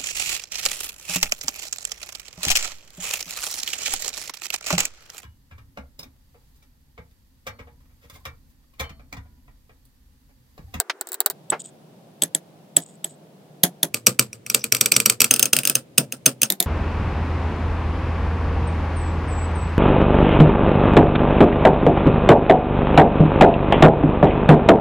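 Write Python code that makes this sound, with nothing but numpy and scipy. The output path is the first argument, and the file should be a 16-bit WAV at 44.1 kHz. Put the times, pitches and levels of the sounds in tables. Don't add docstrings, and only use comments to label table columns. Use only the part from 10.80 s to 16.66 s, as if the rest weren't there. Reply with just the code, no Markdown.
import sys
import numpy as np
from scipy import signal
from scipy.fft import rfft, irfft
from scipy.io import wavfile
from scipy.ndimage import uniform_filter1d, minimum_filter1d

SR = 44100
rng = np.random.default_rng(int(sys.argv[2]) if len(sys.argv) > 2 else 0)


def to_wav(sig):
    pcm = np.clip(np.atleast_2d(sig), -1, 1) * 32767
    pcm = np.round(pcm).astype(np.int16)
    wavfile.write(sys.argv[1], SR, pcm.T)


N = 258426

STRETCH_STARTS_S = [0, .515, 3.1, 4.48, 5.68]
STRETCH_SPEEDS = [3.2, 1.385, 1.0, 1.097, 1.52]
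ROOM_LEVELS_DB = [-52, -49.5, -50, -49.5, -50.5]
# t/s, strength/dB, blade ping re strength/dB (high when the blade is free to ring)
TAPS = [(.0002, -17.5, -23), (0.2113, -29, -20), (.2715, -41.5, -20), (0.2886, -42, -20),
        (0.319, -32.5, -20), (.3304, -34, -20), (0.3428, -28.5, -20), (0.4043, -16, -20), (.4612, -11, -29),
        (0.5005, -24.5, -23), (0.509, -36.5, -19), (0.7022, -36, 20.5), (1.4212, -19.5, 1.5),
        (1.4355, -26, 10), (1.549, -23.5, 8), (1.9666, -14, 9), (2.2441, -32, 9.5), (2.835, -3, -25),
        (3.031, -12, -21), (3.1434, -20, -9), (3.267, -2, -4), (3.3933, -8, -14), (3.5301, -42, 6),
        (3.664, -38, 1.5), (3.6997, -22, 0), (3.746, -9.5, -30), (3.841, -22, -21), (3.9229, -13, -1),
        (3.9483, -18.5, -14), (3.967, -27.5, -3), (4.0106, -10, -5.5), (4.0591, -15, -9),
        (4.1193, -9.5, -16.5), (4.1643, -10, -5), (4.2013, -16, -13), (4.2591, -8, -5.5),
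        (4.2982, -10.5, -9), (4.4044, -12, -3.5), (4.4169, -9, -12), (4.4431, -13.5, -7), (4.5099, -8, -1),
        (4.539, -15.5, -7), (4.5617, -23.5, -11), (4.5947, -14, -11), (4.6274, -11, -1),
        (4.6559, -19.5, -2), (4.7318, -8.5, -4), (4.7658, -15, -16), (4.7882, -18, -23), (4.834, -31, -17),
        (4.8524, -19, -2.5), (4.8736, -15.5, -12.5), (4.8976, -15.5, -26), (4.9535, -13, -3),
        (5.18, -3, -13), (5.3234, -27.5, -5), (5.461, -2.5, -1), (5.6177, -17.5, -3.5), (5.6319, -12, -8),
        (5.702, -16, -16), (5.7221, -24.5, -0.5), (5.8024, -13.5, -3), (5.8259, -24, -30)]
# t/s, nominal length/s, level/dB
SCRAPES = [(.793, 0.021, -35.5), (.837, .046, -46), (1.995, .038, -43), (2.055, 0.077, -53.5),
           (2.262, .063, -51.5), (3.79, 0.036, -42.5), (4.138, 0.024, -29), (5.642, .016, -28)]
# t/s, level/dB
SQUELCHES = [(.0965, -20), (.719, -18.5)]

# f/Hz, level/dB, t60/s
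CLACK_MODES = [(2338, -5.5, 0.021), (2510, -1, 0.016), (9450, -11.5, 0.022), (9570, -7.5, 0.015)]
# f/Hz, level/dB, t60/s
PING_MODES = [(5760, -3, 0.022), (5460, -8, 0.0068)]
# f/Hz, level/dB, t60/s
WALL_MODES = [(4590, -5.5, 0.02), (7210, -10, 0.017), (7840, -1, 0.01), (8325, -0.5, .018),
              (13296, 2, 0.013)]
# f/Hz, level/dB
PALETTE_MODES = [(1210, -5), (1380, -8), (2400, -6), (4590, -2), (4750, -4), (7610, -2), (7860, 0),
                 (8105, 1), (8270, 0), (8380, -2), (12970, -5)]
# f/Hz, level/dB, t60/s
TABLE_MODES = [(121.85, -1.5, 0.25), (152, -9, .08), (202.5, -2.5, 0.21), (228.2, -1.5, 0.11),
               (264, -0.5, 0.067), (290, -8, 0.077), (387, -6, 0.098), (440.5, 8, 0.055), (497, -4.5, 0.2),
               (595, -0.5, 0.076)]

# f/Hz, density/dB per Hz
CRACK_COLOUR = [(50, -43), (300, -12.5), (900, -34.5), (1350, -4), (1900, -24.5), (2600, 0), (3700, -7.5),
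                (4600, -7.5), (6400, -4.5), (8150, -0.5), (9000, -4.5), (12200, -11), (13100, -5),
                (16000, -16)]
# f/Hz, density/dB per Hz
RATTLE_COLOUR = [(50, -40.5), (300, 4), (850, -8.5), (1250, 0.5), (1900, -9), (2450, -2), (3600, -8.5),
                 (4650, -3.5), (6500, -7), (8050, 0.5), (9100, -6.5), (11800, -13), (13200, -7.5),
                 (16000, -19.5)]
# f/Hz, density/dB per Hz
THUD_COLOUR = [(30, -44.5), (85, -25), (120, 3.5), (175, -7.5), (235, 3), (340, -9), (480, -4.5),
               (640, -13.5), (850, -21.5), (3000, -64.5)]
# f/Hz, density/dB per Hz
RUB_COLOUR = [(100, -50), (1400, -37), (2450, -8.5), (3100, -20), (3700, -14.5), (4400, -28), (5100, 1.5),
              (5500, -10), (5850, 8), (6600, -35), (12000, -41)]
# f/Hz, density/dB per Hz
PAINT_COLOUR = [(30, -66.5), (90, -17.5), (230, -7), (530, -3), (1000, -8), (1600, -12), (2400, -25.5),
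                (6000, -41.5), (12000, -59)]
# f/Hz, density/dB per Hz
ROOM_COLOUR = [(20, -46.5), (60, -22.5), (112, 2), (180, -7), (500, -11), (800, -25), (1400, -31.5),
               (2400, -31), (5000, -38), (9000, -38.5), (14000, -44.5)]

PALETTE_T60_S, LEAD_S = .1, .0034
TOP_HZ = 16200
BODY_GROWTH = 0.68
CLACK_DB, AFTER_RING_DB, THUMP_DB = -8, -15.5, -16.5
GLANCE_CLACK_DB, GLANCE_THUMP_DB, SWING_S = -8, -9.5, 0.053


def blows():
    previous_s = -np.inf
    for s, strength_db, ping_db in TAPS:
        glance = np.exp(-(s - previous_s) / SWING_S)
        body_db = BODY_GROWTH * strength_db
        clack_db = CLACK_DB + body_db + glance * GLANCE_CLACK_DB
        thump_db = THUMP_DB + body_db + glance * GLANCE_THUMP_DB
        yield s, clack_db, strength_db + ping_db, strength_db, AFTER_RING_DB + body_db, thump_db
        previous_s = s


def tap(speed, clack_db, ping_db, crack_db, ring_db, thump_db):
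    lead = int(LEAD_S / speed * SR)
    contact = strike(speed, clack_db, ping_db, crack_db)
    hit = contact + after_ring(speed, ring_db) + thump(speed, thump_db)
    early_copy = undb(-24.5) * np.pad(contact, ((0, 0), (0, lead)))
    return np.pad(hit, ((0, 0), (lead, 0))) + early_copy


def strike(speed, clack_db, ping_db, crack_db):
    t = np.arange(SR // 4) / SR
    age = t * speed
    bite = 1 - fade(age, .001)
    clack = ring(CLACK_MODES, t, speed, detune=.01, spread=0.092) * bite
    ping = ring(PING_MODES, t, speed, detune=0.003, spread=0.18) * (1 - fade(age, 0.0025))
    wall = ring(WALL_MODES, t, speed, detune=0.0078, spread=0.33) * bite
    snap = noise(CRACK_COLOUR, speed, len(t), spread=0.43) * fade(age, 0.02) * bite
    blade = burst(clack, clack_db - .5) + burst(ping, ping_db)
    return blade + burst(wall, crack_db - 2.5) + burst(snap, crack_db - 2)


def after_ring(speed, db):
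    t = np.arange(SR // 4) / SR
    age = t * speed
    spreading = 1 - fade(age, 0.048)
    flutter = uneven(len(t), db=2)
    palette = [(hz, level_db, PALETTE_T60_S) for hz, level_db in PALETTE_MODES]
    modes = ring(palette, t, speed, detune=.003, spread=0.23) * spreading
    rattle = noise(RATTLE_COLOUR, speed, len(t), spread=0.94) * fade(age, .12)
    rattle = rattle * spreading * flutter
    return burst(modes, db - 6) + burst(rattle, db - 0.5)


def thump(speed, db):
    t = np.arange(SR // 4) / SR
    age = t * speed
    swell = 1 - fade(age, 0.026)
    rocking = ring(TABLE_MODES, t, speed, detune=.035, spread=0.065) * swell
    thud = noise(THUD_COLOUR, speed, len(t), spread=0.3) * fade(age, 0.19) * swell
    return burst(rocking, db - 1) + burst(thud, db - 2.5)


def scrape(speed, length_s, db):
    size = int(1.5 * length_s * SR)
    progress = np.arange(size) / SR / length_s
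    pressure = np.interp(progress, [0, .12, .85, 1.5], [0, 1, .7, 0])
    return undb(db) * pressure * uneven(size, db=5.0) * noise(RUB_COLOUR, speed, size, spread=0.28)


def squelch(speed, db):
    t = np.arange(SR // 4) / SR
    envelope = fade(t * speed, 0.14) * (1 - fade(t * speed, 0.048))
    return burst(noise(PAINT_COLOUR, speed, len(t), spread=0.516) * envelope, db)


def room():
    stretch = stretch_at(np.arange(N) / SR)
    out = 0
    for k, (speed, db) in enumerate(zip(STRETCH_SPEEDS, ROOM_LEVELS_DB)):
        gate = uniform_filter1d(1. * (stretch == k), size=200)
        out = out + undb(db) * noise(ROOM_COLOUR, speed, N, spread=1.0) * gate
    return out


def ring(modes, t, speed, detune, spread):
    out = 0
    sides = spread * np.array([[1], [-1]])
    for hz, db, t60_s in modes:
        weight, tune, turn, pan, lag = rng.standard_normal(5)
        hz = hz * speed * (1 + detune * tune)
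        phase = np.pi * turn + sides * np.sign(lag)
        wave = np.sin(2 * np.pi * hz * t + phase) * np.exp(.5 * sides * pan)
        below_nyquist = hz < SR / 2
        out = out + below_nyquist * undb(db + 2 * weight) * wave * fade(t * speed, t60_s)
    return out


def noise(colour, speed, size, spread):
    hz, db = np.transpose(colour)
    bins_hz = np.maximum(np.arange(size // 2 + 1) * SR / size, 1) / speed
    gain = undb(np.interp(np.log(bins_hz), np.log(hz), db))
    width = spread * np.clip(bins_hz / 800, .2, 1)
    spectra = rfft(rng.standard_normal((2, size)))
    mid, side = irfft(spectra * [gain, gain * width], size)
    x = np.array([mid + side, mid - side])
    return x / np.sqrt(np.mean(x ** 2))


def uneven(size, db):
    flutter = uniform_filter1d(rng.standard_normal(size), size=180)
    return undb(db * flutter / flutter.std())


def burst(x, db):
    return x * undb(db) / np.sqrt(np.sum(x ** 2) / (2 * SR / 100))


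def fade(t, t60_s):
    return np.exp(-np.log(1000) * t / t60_s)


def undb(db):
    return 10 ** (np.asarray(db) / 20)


def stretch_at(s):
    return np.searchsorted(STRETCH_STARTS_S, np.maximum(s, 0), side="right") - 1


def add(out, x, s):
    i = max(int(s * SR), 0)
    out[:, i:i + x.shape[1]] += x[:, :max(N - i, 0)]


def scene():
    out = room()
    layers = ((blows(), tap, LEAD_S), (SCRAPES, scrape, 0), (SQUELCHES, squelch, 0))
    for events, source, lead_s in layers:
        for s, *values in events:
            speed = STRETCH_SPEEDS[stretch_at(s)]
            add(out, source(speed, *values), s - lead_s / speed)
    return out


def record(dry):
    gain = np.minimum(1, 1.4 / (np.abs(dry).max(axis=0) + 1e-9))
    gain = uniform_filter1d(minimum_filter1d(gain, size=7), size=7)
    limited = np.clip(dry * gain, -1.1, 1.1)
    rumble_cut = signal.butter(2, 55, "highpass", fs=SR, output="sos")
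    top_cut = signal.ellip(8, .2, 70, TOP_HZ, fs=SR, output="sos")
    return signal.sosfilt(top_cut, signal.sosfilt(rumble_cut, limited))


dry = scene()
out = record(dry)
to_wav(out)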